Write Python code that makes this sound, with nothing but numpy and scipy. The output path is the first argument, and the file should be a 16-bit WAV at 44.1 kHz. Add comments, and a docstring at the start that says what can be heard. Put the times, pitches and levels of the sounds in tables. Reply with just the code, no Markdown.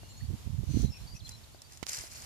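"""Creek bank of dry grass and reed stalks: a small dog trots by a hand-held two-port microphone.
Paws crush the grass (clumped cracks over hiss) and stalks snap (short noise bursts).
Wind rumbles gently on the left port and buffets the right one hard with bursting eddies (coloured noise).
The hand taps, knocks and ticks the casing (decaying modes); something wheezes once (narrow-band noise).
Far birds whistle and rasp (sines on pitch tracks) over the soft hiss of creek, reeds and open air."""
import sys
import numpy as np
from scipy import signal
from scipy.fft import rfft, irfft, next_fast_len
from scipy.io import wavfile
from scipy.ndimage import uniform_filter1d, map_coordinates

SR = 44100
rng = np.random.default_rng(int(sys.argv[2]) if len(sys.argv) > 2 else 0)


def dump_mix(stems):
    """Bounce the given channels to the path in sys.argv[1] as a 16-bit WAV at rate SR."""
    frames = np.atleast_2d(stems).T  # one column per channel
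    limited = np.clip(frames, -1, 1)  # hard clip at full scale
    pcm = np.round(limited * 32767).astype(np.int16)
    wavfile.write(sys.argv[1], SR, pcm)


def natural_amplitude(level_db):
    """Convert a level in decibels to a linear amplitude factor, elementwise."""
    exponent = np.asarray(level_db, float) / 20
    return 10 ** exponent


N = 99225
T = np.arange(N) / SR


def unit(x):
    """Scales x to rms 1 over all its channels."""
    return x / np.sqrt(np.mean(x ** 2) + 1e-20)


def curve(rows):
    """Reads a (t/s, value) table at every sample."""
    return np.interp(T, *np.transpose(rows))


def wobble(knots_per_s):
    """Smooth random curve through normal knots."""
    knots = rng.standard_normal(int(N * knots_per_s / SR) + 4)
    return map_coordinates(knots, [T * knots_per_s])


def filtered(x, response):
    """Multiplies the spectrum of x by a response of frequency."""
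    m = next_fast_len(N + 8192)
    return irfft(rfft(x, m) * response(np.fft.rfftfreq(m, 1 / SR)), m)[..., :N]


def colour(points):
    """Gain through (f/Hz, level/dB) points on a log frequency axis."""
    f, db = np.transpose(points)
    return lambda hz: natural_amplitude(np.interp(np.log(hz + 1), np.log(f), db))


def noise(points, channels=2):
    """Independent coloured noises, joint rms 1."""
    return unit(filtered(rng.standard_normal((channels, N)), colour(points)))


def add(track, s, x):
    """Mixes x into the track from time s."""
    part = track[..., round(s * SR):][..., :x.shape[-1]]
    part += x[..., :part.shape[-1]]


PATCH_DB = 2.6  # rms


def patchy(x):
    """Random gains over small patches of time and frequency make the sound blotchy."""
    z = signal.stft(x, nperseg=128)[2]
    field = rng.standard_normal(z.shape[1:])
    field = uniform_filter1d(field, size=5, axis=0)  # frequency
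    field = uniform_filter1d(field, size=4, axis=1)  # time
    patches = z * natural_amplitude(PATCH_DB * unit(field))
    return unit(signal.istft(patches, nperseg=128)[1][:, :N])


# paws in the grass: t/s, level/dB
TREAD = [(1.862, -53), (1.875, -45.5), (1.935, -40), (1.985, -42.5), (2.03, -45), (2.095, -54.5),
         (2.12, -49), (2.19, -48), (2.25, -49.5)]
# stalks brushed lightly: middle t/s, half length/s, level/dB
BRUSHES = [(1.159, 0.033, -56), (1.286, 0.069, -52.5), (1.44, 0.016, -67), (1.75, 0.11, -59)]
# colour of crushed grass: f/Hz, level/dB
GRASS = [(200, -18.5), (700, -11), (2070, -4.5), (3600, -12), (5000, 1.5), (7500, -3), (13600, -12.5),
         (15500, -47)]
# snapping stalks: t/s, relative level/dB
SNAPS = [(0.819, -37), (1.2914, -30.5), (1.3183, -41), (1.618, -35.5), (1.721, -39.5), (1.732, -41),
         (1.7725, -38.5), (1.8844, -30), (1.8892, -25.5), (1.8932, -25.5), (1.9171, -29), (1.931, -25),
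         (1.969, -30), (1.987, -29), (2.011, -36), (2.135, -42), (2.154, -41), (2.2204, -37)]
# colour of a snapping stalk: f/Hz, level/dB
STALK = [(1200, -18.5), (3500, -13.5), (5200, 1.5), (8500, -3), (13500, -18), (15500, -37)]
GRAINS_PER_S, GRAIN_SPREAD_DB, HISS_DB, LEFT_LAG_S = 3000, 3, 1, .00039
SNAP_DB, SNAP_RISE_S, SNAP_T60_S = -7, .0012, .015


def grass():
    """Crushed blades: dense tiny cracks in clumps over a hiss; stalks give way in short bursts."""
    sizes_db = GRAIN_SPREAD_DB * np.minimum(rng.exponential(size=N), 2)
    cracks = (rng.random(N) < GRAINS_PER_S / SR) * rng.standard_normal(N) * natural_amplitude(sizes_db)
    bed = unit(filtered(cracks, colour(GRASS))) + natural_amplitude(HISS_DB) * noise(GRASS)
    tread_db = np.interp(T, *np.transpose(TREAD), left=-120) + 1.14 * wobble(150)
    brush = np.zeros(N)
    for s, half_s, db in BRUSHES:
        brush += natural_amplitude(db) * np.cos(np.pi / 2 * np.clip((T - s) / half_s, -1, 1)) ** 2
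    out = patchy(bed) * (natural_amplitude(tread_db) + brush)

    t = T[:SR // 10]
    shape = natural_amplitude(-60 * t / SNAP_T60_S) * (1 - np.exp(-t / SNAP_RISE_S))
    shape_rms = np.sqrt(np.mean(shape ** 2)) / shape.max()
    fibres = 0.7 * noise(STALK, channels=1) + 1.2 * noise(STALK)  # shared + per port
    for s, db in SNAPS:
        burst = shape * fibres[:, round(s * SR) - len(t):round(s * SR)]
        add(out, s, natural_amplitude(db + SNAP_DB) * unit(burst) * shape_rms)
    lag_s = np.array([[LEFT_LAG_S], [0]])
    return filtered(out, lambda hz: np.exp(-2j * np.pi * hz * lag_s))


# left port wind: t/s, level/dB
BREEZE = [(0, -49.5), (.8, -52), (1.25, -52), (1.6, -58.5)]
# right port wind under the eddies: t/s, level/dB
LULL = [(0, -54.5), (.6, -47.5), (1.3, -52.5), (1.5, -57), (1.9, -52.5)]
# colour of the rumble: f/Hz, level/dB
RUMBLE = [(12, -46), (25, -29), (50, 0), (110, 1), (170, -10), (300, -35), (600, -71), (1200, -120)]
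# colour of the flutter: f/Hz, level/dB
FLUTTER = [(60, -43), (130, -6.5), (220, 1), (330, -10), (520, -23.5), (800, -35), (1600, -120)]
# eddies bursting on the right port: middle t/s, half length/s, level/dB, flutter re rumble/dB
EDDIES = [(0.241, 0.043, -36, -16.5), (0.304, 0.033, -31.5, -14.5), (.34, 0.031, -34.5, -6.5),
          (0.471, 0.022, -32.5, -13), (0.502, 0.011, -32, -28), (0.542, 0.029, -32.5, -25),
          (0.598, 0.045, -31.5, -22), (0.635, 0.015, -34, -13), (0.699, 0.046, -30, -14.5),
          (0.749, 0.024, -28, -5.5), (0.771, 0.019, -29, 3), (0.802, 0.027, -29, -8),
          (0.844, 0.029, -23.5, -7), (0.894, 0.032, -33, -16), (1.044, 0.043, -42, -13.5),
          (1.142, 0.031, -41, -19), (1.231, 0.027, -43, -25)]
CALM_FLUTTER_DB = -13  # re rumble


def wind():
    """Lumpy rumble on both ports; eddies burst on the right one, each a rumble with faster flutter."""
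    left_db = curve(BREEZE) + 3 * wobble(7.23)
    right_db = curve(LULL) + 3 * wobble(20.95)
    out = natural_amplitude([left_db, right_db]) * (noise(RUMBLE) + natural_amplitude(CALM_FLUTTER_DB) * noise(FLUTTER))
    rumble, flutter = noise(RUMBLE, channels=1)[0], noise(FLUTTER, channels=1)[0]
    for s, half_s, db, flutter_db in EDDIES:
        near = slice(round((s - half_s) * SR), round((s + half_s) * SR))
        bell = np.cos(np.pi / 2 * (T[near] - s) / half_s) ** 2
        eddy = unit(bell * rumble[near]) + natural_amplitude(flutter_db) * unit(bell ** 2 * flutter[near])
        out[1, near] += natural_amplitude(db) * eddy
    return out


# soft finger taps: t/s, relative level/dB, port (0 left, 1 right)
TAPS = [(.033, -33, 0), (1.547, -33.5, 0), (2.039, -32.5, 1)]
# casing modes: f/Hz, relative level/dB, t60/s
CASING = [(368, -3.5, 0.032), (670, 4.5, 0.013), (1500, -9, 0.016)]
FAR_PORT_DB = -18
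KNOCK_S, KNOCK_PUSH_S, KNOCK_DB, RATTLE_DB, RATTLE_T60_S = 1.8282, .00035, -21, -8, .035
TICK_S, TICK_DB, TICK_HZ, TICK_T60_S = 1.8674, -12.5, 5340, 0.001


def hand():
    """Soft taps ring the casing modes; the right port gets one knock with a rattle, then a sharp tick."""
    out, t = np.zeros((2, N)), T[:SR // 10]
    ring = sum(natural_amplitude(db - 60 * t / t60_s) * np.sin(2 * np.pi * hz * t) for hz, db, t60_s in CASING)
    for s, db, port in TAPS:
        far = np.arange(2)[:, None] != round(port)
        add(out, s, natural_amplitude(db - 9.0) * ring * natural_amplitude(FAR_PORT_DB * far))

    u = t / KNOCK_PUSH_S
    push = -np.e * u * np.exp(-u) + .2 * (u / 5) * np.exp(1 - u / 5)  # push, slower rebound
    rattle_noise = noise([(300, -16), (1500, 2.5), (6500, -2), (15000, -23.5)], channels=1)[0, :len(t)]
    rattle = natural_amplitude(RATTLE_DB - 60 * t / RATTLE_T60_S) * (1 - np.exp(-t / 0.00037)) * rattle_noise
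    add(out[1], KNOCK_S, natural_amplitude(KNOCK_DB) * (push + rattle))

    tick = natural_amplitude(-60 * t / TICK_T60_S) * np.sin(2 * np.pi * TICK_HZ * t)
    add(out[1], TICK_S, natural_amplitude(TICK_DB) * tick)
    return out


# wheezy hiss: t/s, level/dB
SWISH = [(.67, -64), (.71, -52.5), (.8, -47), (.85, -50), (.9, -67)]
# its resonances: f/Hz, width/Hz, level/dB
SWISH_BANDS = [(4280, 890, -4), (6110, 420, 3.5), (5300, 10000, -10)]


def swish():
    """One wheezy swell: noise through two narrow resonances and a broad one."""
    def bands(f):
        power = sum(natural_amplitude(2 * db) / (1 + (2 * (f - hz) / width_hz) ** 2) ** 2
                    for hz, width_hz, db in SWISH_BANDS)
        return np.sqrt(power)
    level_db = np.interp(T, *np.transpose(SWISH), left=-120, right=-120)
    return natural_amplitude(level_db) * unit(filtered(rng.standard_normal((2, N)), bands))


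FADE_S = .008


def whistle(pitch_hz, db):
    """Complex sine along a pitch track, with linear fades at both ends."""
    t = T[:len(pitch_hz)]
    fade = np.minimum(1, np.minimum(t, t[::-1]) / FADE_S)
    return natural_amplitude(db + 4.5) * fade * np.exp(2j * np.pi * np.cumsum(pitch_hz) / SR)


# whistles: t/s, length/s, first f/Hz, last f/Hz, relative level/dB
NOTES = [(.001, .08, 4500, 4330, -69), (.08, 0.069, 4310, 4180, -64.5), (.001, 0.13, 2750, 2917, -70.5),
         (0.136, 0.14, 4220, 4520, -65.5), (.782, 0.056, 5590, 5350, -59.5),
         (0.896, 0.09, 5400, 5490, -59.5), (0.916, .03, 5300, 5220, -56), (0.988, 0.041, 5530, 5480, -64),
         (0.979, 0.068, 4040, 4170, -68), (1.212, 0.031, 4150, 4090, -67), (1.243, 0.033, 4160, 4120, -54),
         (1.304, 0.065, 4050, 4050, -56.5), (1.335, .06, 5480, 5440, -66), (1.577, 0.03, 4750, 3040, -68),
         (1.637, 0.041, 4640, 4630, -64.5)]
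# hoarse, fluttering calls: t/s, length/s, first f/Hz, last f/Hz, relative level/dB
RASPS = [(0.203, 0.017, 1750, 1980, -57.5), (0.834, 0.071, 4150, 4040, -61.5),
         (0.924, .075, 2700, 2450, -61), (1.065, 0.074, 4560, 4770, -58.5), (1.145, 0.03, 2690, 2510, -63),
         (1.142, 0.045, 5600, 5920, -58), (1.187, 0.028, 5600, 3030, -58.5),
         (1.262, 0.024, 3500, 3300, -60), (1.43, .022, 5100, 3310, -61.5), (1.528, 0.035, 4250, 4900, -63)]
# chirps that bend over: t/s, length/s, top f/Hz, relative level/dB
ARCHES = [(0.083, 0.052, 7350, -62.5), (0.165, 0.041, 7030, -62.5)]
ARCH_TOP, ARCH_DEPTH = .7, .25  # position in the chirp 0..1, curvature
RASP_RAD, RASP_KNOTS_PER_S, RASP_DB = 1.1, 320, 2.5  # level flutters at half this knot rate
WAVER_DB, WAVER_KNOTS_PER_S = 2, 45.07
WARBLE_RAD, WARBLE_KNOTS_PER_S = .9, 170
TREES_T60_S, TREES_DB = .12, -9


def birds():
    """Far whistles waver in level and phase on their way to each port and linger among the trees."""
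    song = np.zeros(N, complex)
    for s, length_s, first_hz, last_hz, db in NOTES:
        add(song, s, whistle(np.linspace(first_hz, last_hz, round(length_s * SR)), db))
    rasp_gain = natural_amplitude(RASP_DB * wobble(RASP_KNOTS_PER_S / 2))
    rasp = rasp_gain * np.exp(1j * RASP_RAD * wobble(RASP_KNOTS_PER_S))
    for s, length_s, first_hz, last_hz, db in RASPS:
        call = whistle(np.linspace(first_hz, last_hz, round(length_s * SR)), db)
        add(song, s, call * rasp[round(s * SR):][:len(call)])
    for s, length_s, top_hz, db in ARCHES:
        u = np.linspace(0, 1, round(length_s * SR))
        add(song, s, whistle(top_hz * (1 - ARCH_DEPTH * (u - ARCH_TOP) ** 2), db))

    heard = np.zeros((2, N))
    for port in range(2):
        waver = natural_amplitude(WAVER_DB * wobble(WAVER_KNOTS_PER_S))
        warble = np.exp(1j * WARBLE_RAD * wobble(WARBLE_KNOTS_PER_S))
        heard[port] = (song * waver * warble).real
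    t = T[:SR // 3]
    tail = rng.standard_normal((2, len(t))) * natural_amplitude(-60 * t / TREES_T60_S)
    tail = tail / np.linalg.norm(tail[0])
    return heard + natural_amplitude(TREES_DB) * signal.fftconvolve(heard, tail, axes=1)[:, :N]


# colour of the hiss: f/Hz, level/dB
AIR = [(90, -48), (200, -15.5), (900, -15), (1500, -21.5), (5300, -17), (13800, -25.5), (15500, -54)]
# its course: t/s, level/dB
AIR_LEVEL = [(0, -58), (.3, -56), (.6, -58), (1, -57), (1.8, -60.5), (2.25, -54.5)]


def air():
    """Far creek, reeds and open air: soft coloured noise of slowly wandering level."""
    return natural_amplitude(curve(AIR_LEVEL) + wobble(9.9)) * noise(AIR)


# each port's duct: f/Hz, level/dB
LEFT_PORT = [(3500, 1), (5000, -2), (7200, 4), (8500, -7.5), (15000, 0.5)]
RIGHT_PORT = [(4400, 1.5), (5200, -1), (6000, -3.5), (7800, -2), (8600, 2), (15000, 2)]


def scene():
    """Air, grass and swish pass through the port ducts; wind, hand and birds are added directly."""
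    def ducts(hz):
        return np.array([colour(LEFT_PORT)(hz), colour(RIGHT_PORT)(hz)])
    return wind() + hand() + birds() + filtered(air() + grass() + swish(), ducts)


def band_limit(x):
    """A steep low-pass at the top of the band."""
    return signal.sosfilt(signal.butter(12, 15870, fs=SR, output="sos"), x)


def record(dry):
    """Takes the two ports as the finished stereo mix."""
    return band_limit(dry)


dry = scene()
out = record(dry)
dump_mix(out)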